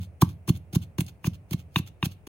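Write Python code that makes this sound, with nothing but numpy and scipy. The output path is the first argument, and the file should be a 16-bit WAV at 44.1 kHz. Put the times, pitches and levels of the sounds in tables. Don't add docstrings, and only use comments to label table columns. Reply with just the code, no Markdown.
import sys
import numpy as np
from scipy import signal
from scipy.fft import rfft, irfft, next_fast_len
from scipy.io import wavfile
from scipy.ndimage import uniform_filter1d

SR = 44100
rng = np.random.default_rng(int(sys.argv[2]) if len(sys.argv) > 2 else 0)


def to_wav(sig):
    pcm = np.clip(np.atleast_2d(sig), -1, 1) * 32767
    pcm = np.round(pcm).astype(np.int16)
    wavfile.write(sys.argv[1], SR, pcm.T)


N = 103635

# t/s, table thump/dB, clay knock/dB, knock brightness/Hz, crunch/dB
TOUCHES = [(0.2132, -26, -46, 1960, -34.5), (.479, -19, -26.5, 1560, -44), (0.7299, -25.5, -59, 2010, -44),
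           (0.9837, -14.5, -28, 3000, -37), (1.2433, -25, -23.5, 2740, -45),
           (1.5099, -22.5, -44, 2340, -47.5), (1.7591, -15, -11, 4080, -35.5),
           (2.0269, -16.5, -15.5, 3500, -43), (2.27, -26.5, -39, 2480, -47.5)]
# t/s, table thump/dB, thump brightness/Hz, clay knock/dB,
# knock brightness/Hz, crunch/dB, crunch build-up/s
LANDINGS = [(-.04, -6, 292, -21, 1580, -38, 0.0094), (0.221, -5.5, 450, -4, 1350, -28.5, 0.0039),
            (.494, -8, 278, -24.5, 1270, -28, 0.0049), (0.7568, -9, 216.6, -28, 1305, -29.5, 0.0065),
            (1.0077, -21, 286.5, -35, 1780, -34.5, 0.0049), (1.269, -12, 210, -31, 1800, -32.5, 0.0084),
            (1.535, -15, 186.8, -34, 1800, -34.5, 0.0094), (1.79, -20.5, 260, -34.5, 1810, -36, 0.015),
            (2.0578, -19.5, 186, -40.5, 1800, -30.5, 0.0095)]
TABLE_PAN_DB, CLAY_PAN_DB = -0.56, 0.57


def amp(db):
    return 10 ** (np.asarray(db) / 20)


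def curve_at(points, hz):
    f, value = np.transpose(points)
    return np.interp(np.log(hz + 1), np.log(f + 1), value)


def add(mix, s, sound):
    at = round(s * SR)
    sound = sound[..., max(-at, 0):]
    part = mix[..., max(at, 0):][..., :sound.shape[-1]]
    part += sound[..., :part.shape[-1]]


def colour(x, points):
    size = next_fast_len(N + 4096, True)
    gain = amp(curve_at(points, np.fft.rfftfreq(size, 1 / SR)))
    return irfft(rfft(x, size) * gain / np.sqrt(np.mean(gain ** 2)), size)[..., :N]


def pan(db):
    return amp([[db], [-db]])


def table_thump(edge_hz, left_lag_s=0.00008):
    # f/Hz, level/dB, swell/s, shortness, sag/(Hz/s)
    flexes = [(153.5, 1, .012, 13.85, 2803.5), (323, -8.5, 0.0054, 1.9, 3493.5), (46, -28.5, 0.0043, 4, -2)]
    t = np.maximum(np.arange(SR // 20) / SR - np.array([[left_lag_s], [0]]), 0)
    thump = np.zeros_like(t)
    for hz, db, swell, shortness, sag in flexes:
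        cushion = 1 / np.sqrt(1 + (hz / edge_hz) ** 4)
        envelope = (t / swell * np.exp(1 - t / swell)) ** shortness
        cycles = (hz - sag * (t - swell) / 2) * (t - swell)
        thump += cushion * amp(db) * envelope * np.cos(2 * np.pi * cycles)
    return pan(TABLE_PAN_DB) * thump


def table_ring(rise_s=0.017):
    # f/Hz, level/dB, t60/s
    modes = [(80.1, -26.5, 0.59), (96.15, -18, 0.36), (114, -23.5, 0.26), (173.27, -17, 0.22),
             (215.4, -26, .2), (284, -36.5, 0.25)]
    t = np.arange(SR // 2) / SR
    ring = sum(amp(db - 60 * t / t60) * np.sin(2 * np.pi * hz * t) for hz, db, t60 in modes)
    return pan(TABLE_PAN_DB) * ring * (1 - np.exp(-(t / rise_s) ** 2))


def clay_knock(edge_hz, rise_s=0.00026):
    # f/Hz, level/dB, t60/s, left channel's lead/rad
    modes = [(714, -13.5, 0.0076, 0.59), (974, -2, 0.013, 0.62), (1148, -6, 0.021, 0.69),
             (1557, -14.5, 0.028, 0.9), (1822, -10, 0.013, 0.71), (2470, -9, 0.029, 1.4),
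             (2634, -19, 0.11, 0), (2812, -2.5, 0.019, 1), (3390, -14, 0.031, 2.1), (3640, -4.5, .02, 0.06),
             (3772, -4, .018, 1.2), (4130, -10.5, 0.02, 2)]
    t = np.arange(SR // 5) / SR
    ring = np.zeros((2, len(t)))
    for k, (hz, db, t60, lead) in enumerate(modes):
        phase = np.array([[lead], [-lead]]) / 2 + np.pi * (k % 2)
        ring += amp(db - 60 * t / t60) * np.sin(2 * np.pi * hz * t + phase)
    ring *= pan(CLAY_PAN_DB) * (1 - np.exp(-t / rise_s))
    return signal.sosfilt(signal.butter(7, edge_hz, fs=SR, output="sos"), ring)


def pestle_hits(touch_thump_hz=330):
    hits, after_ring = np.zeros((2, N)), table_ring()
    touches = [(s, thump_db, touch_thump_hz, *rest) for s, thump_db, *rest in TOUCHES]
    for s, thump_db, thump_hz, knock_db, knock_hz, *_ in touches + LANDINGS:
        add(hits, s, amp(thump_db) * table_thump(thump_hz))
        add(hits, s, amp(thump_db) * after_ring)
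        add(hits, s, amp(knock_db) * clay_knock(knock_hz))
    return hits


def crackle(envelope, per_s, spread_db, patch_hz=600, patch_db=1):
    n = len(envelope)
    size = amp(spread_db * np.minimum(rng.exponential(1, n), 4))
    clicks = envelope * size * rng.choice([-1, 1], n) * (rng.random(n) < per_s / SR)
    patches = np.interp(np.fft.rfftfreq(n, 1 / SR) / patch_hz, np.arange(n), rng.standard_normal(n))
    clicks = irfft(rfft(clicks) * amp(patch_db * patches), n)
    return clicks * np.linalg.norm(envelope) / (np.linalg.norm(clicks) + 1e-12)


def crush(t, rise_s, fade_s):
    return crackle(np.exp(np.minimum(t / rise_s, -t / fade_s)), per_s=3200, spread_db=4)


def wet_pops(envelope):
    return crackle(envelope, per_s=2400, spread_db=5)


def garlic(cling_db=-23.5, cling_fade_s=0.018):
    # t/s, level/dB, treble tilt/(dB/octave)
    bursts = [(0.2192, -17.5, -0.5), (.478, -32.5, 4.5), (.494, -26, -8.5), (0.574, -45, 5),
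              (0.985, -53, -1.5), (1.007, -20.5, 4), (1.047, -47, 12), (1.065, -41.5, 1), (1.510, -33, 5.5),
              (1.5312, -34.5, 0.5), (1.578, -63.5, 4)]
    # t/s, level/dB, half length/s
    lifts = [(0.026, -54.5, 0.02), (0.294, -56, 0.019), (0.559, -53.5, 0.011), (0.831, -52.5, 0.011),
             (1.084, -51, 0.011), (1.345, -55.5, 0.0089), (1.6, -57.5, 0.014), (1.876, -52, 0.01),
             (2.123, -55, 0.01)]
    # f/Hz, relative level/dB
    crunch_eq = [(250, -21.5), (600, 7), (1100, 3), (2000, -0.5), (3300, 4.5), (4600, 1.5), (6400, 2.5),
                 (8000, -4), (11000, 3), (14500, 1.5), (16000, 0)]
    snap_eq = [(400, -15), (1200, -11), (3300, 3), (6500, -1.5), (11000, -0.5), (14500, 0), (16000, -5)]
    squelch_eq = [(250, -22.5), (700, -0.5), (1200, 1.5), (2000, -4), (3400, 4), (4800, -2.5), (6400, -2),
                  (9000, -7), (13000, -1.5), (16000, -6)]
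    t = np.arange(-SR // 10, SR // 10) / SR
    crunch, snaps, squelch = np.zeros((3, N))
    for s, *_, db in TOUCHES:
        add(crunch, s + t[0], amp(db) * crush(t, rise_s=0.0014, fade_s=0.013))
    cling = np.exp(-t[t >= 0] / cling_fade_s)
    for s, *_, db, build_s in LANDINGS:
        add(crunch, s + t[0], amp(db) * crush(t, rise_s=build_s, fade_s=0.0022))
        add(squelch, s, amp(db + cling_db) * wet_pops(cling))
    octaves = np.log2(np.fft.rfftfreq(len(t), 1 / SR) / 7500 + 1)
    for s, db, tilt in bursts:
        snap = crush(t, rise_s=0.001, fade_s=0.00032)
        slope = amp(tilt * octaves)
        add(snaps, s + t[0], amp(db) * irfft(rfft(snap) * slope / slope.mean()))
    for s, db, half_s in lifts:
        add(squelch, s + t[0], amp(db) * wet_pops(1 / np.cosh(t / half_s * np.sqrt(2))))
    return colour(crunch, crunch_eq) + colour(snaps, snap_eq) + colour(squelch, squelch_eq)


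def in_bowl(mono, left_lag_s=0.00012, echo_db=1, t60_s=0.029):
    delay = np.exp(-2j * np.pi * np.fft.rfftfreq(N, 1 / SR) * left_lag_s)
    direct = np.array([irfft(rfft(mono) * delay, N), mono])
    t = np.arange(SR // 10) / SR
    tail = rng.standard_normal((2, len(t))) * amp(-60 * t / t60_s)
    tail /= np.linalg.norm(tail[0])
    return direct + amp(echo_db) * signal.fftconvolve(direct, tail, axes=1)[:, :N]


def diffuse_noise():
    # f/Hz, correlation
    likeness = [(60, 0.79), (200, 0.95), (550, 0.64), (1600, 0.083), (15000, .15)]
    left, other = rfft(rng.standard_normal((2, N)))
    same = curve_at(likeness, np.fft.rfftfreq(N, 1 / SR))
    right = same * left + np.sqrt(1 - same ** 2) * other
    return irfft(np.array([left, right]), N)


def kitchen_echo(x):
    # f/Hz, t60/s
    decay = [(80, 0.44), (300, 0.27), (1000, 0.17), (3000, 0.3347), (8000, 0.09), (16000, 0.5)]
    # f/Hz, level/dB
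    echo_eq = [(60, -14.5), (150, -16), (400, -17.5), (1000, -16), (3000, -19), (8000, -12), (16000, -30)]
    hz, t, bands = signal.stft(diffuse_noise()[:, :SR], SR, nperseg=512)
    t60 = curve_at(decay, hz)[:, None]
    unit_energy = np.sqrt(2 * np.log(1000) / (t60 * SR))
    gain = amp(curve_at(echo_eq, hz)[:, None] - 60 * t / t60) * unit_energy
    tail = signal.istft(bands * gain * (t > 0), SR, nperseg=512)[1]
    return signal.fftconvolve(x, tail, axes=1)[:, :N]


def room_tone(level_db=-53.5):
    # f/Hz, relative level/dB
    hush_eq = [(25, -19), (75, 6), (130, 1), (240, -12.5), (650, -14.5), (1100, -26.5), (1800, -29.5),
               (2600, -28.5), (3400, -45.5), (8000, -44), (9600, -36.5), (11000, -54), (16000, -41.5)]
    return amp(level_db) * colour(diffuse_noise(), hush_eq)


def scene():
    strokes = pestle_hits() + in_bowl(garlic())
    return strokes + kitchen_echo(strokes) + room_tone()


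def record(dry, stop_s=2.277, top_hz=16100):
    gate = uniform_filter1d((np.arange(N) / SR < stop_s) * 1., size=64)
    lowpass = signal.firwin(511, top_hz, window=("kaiser", 9), fs=SR)
    return signal.oaconvolve(dry * gate, lowpass[None], "same")


dry = scene()
out = record(dry)
to_wav(out)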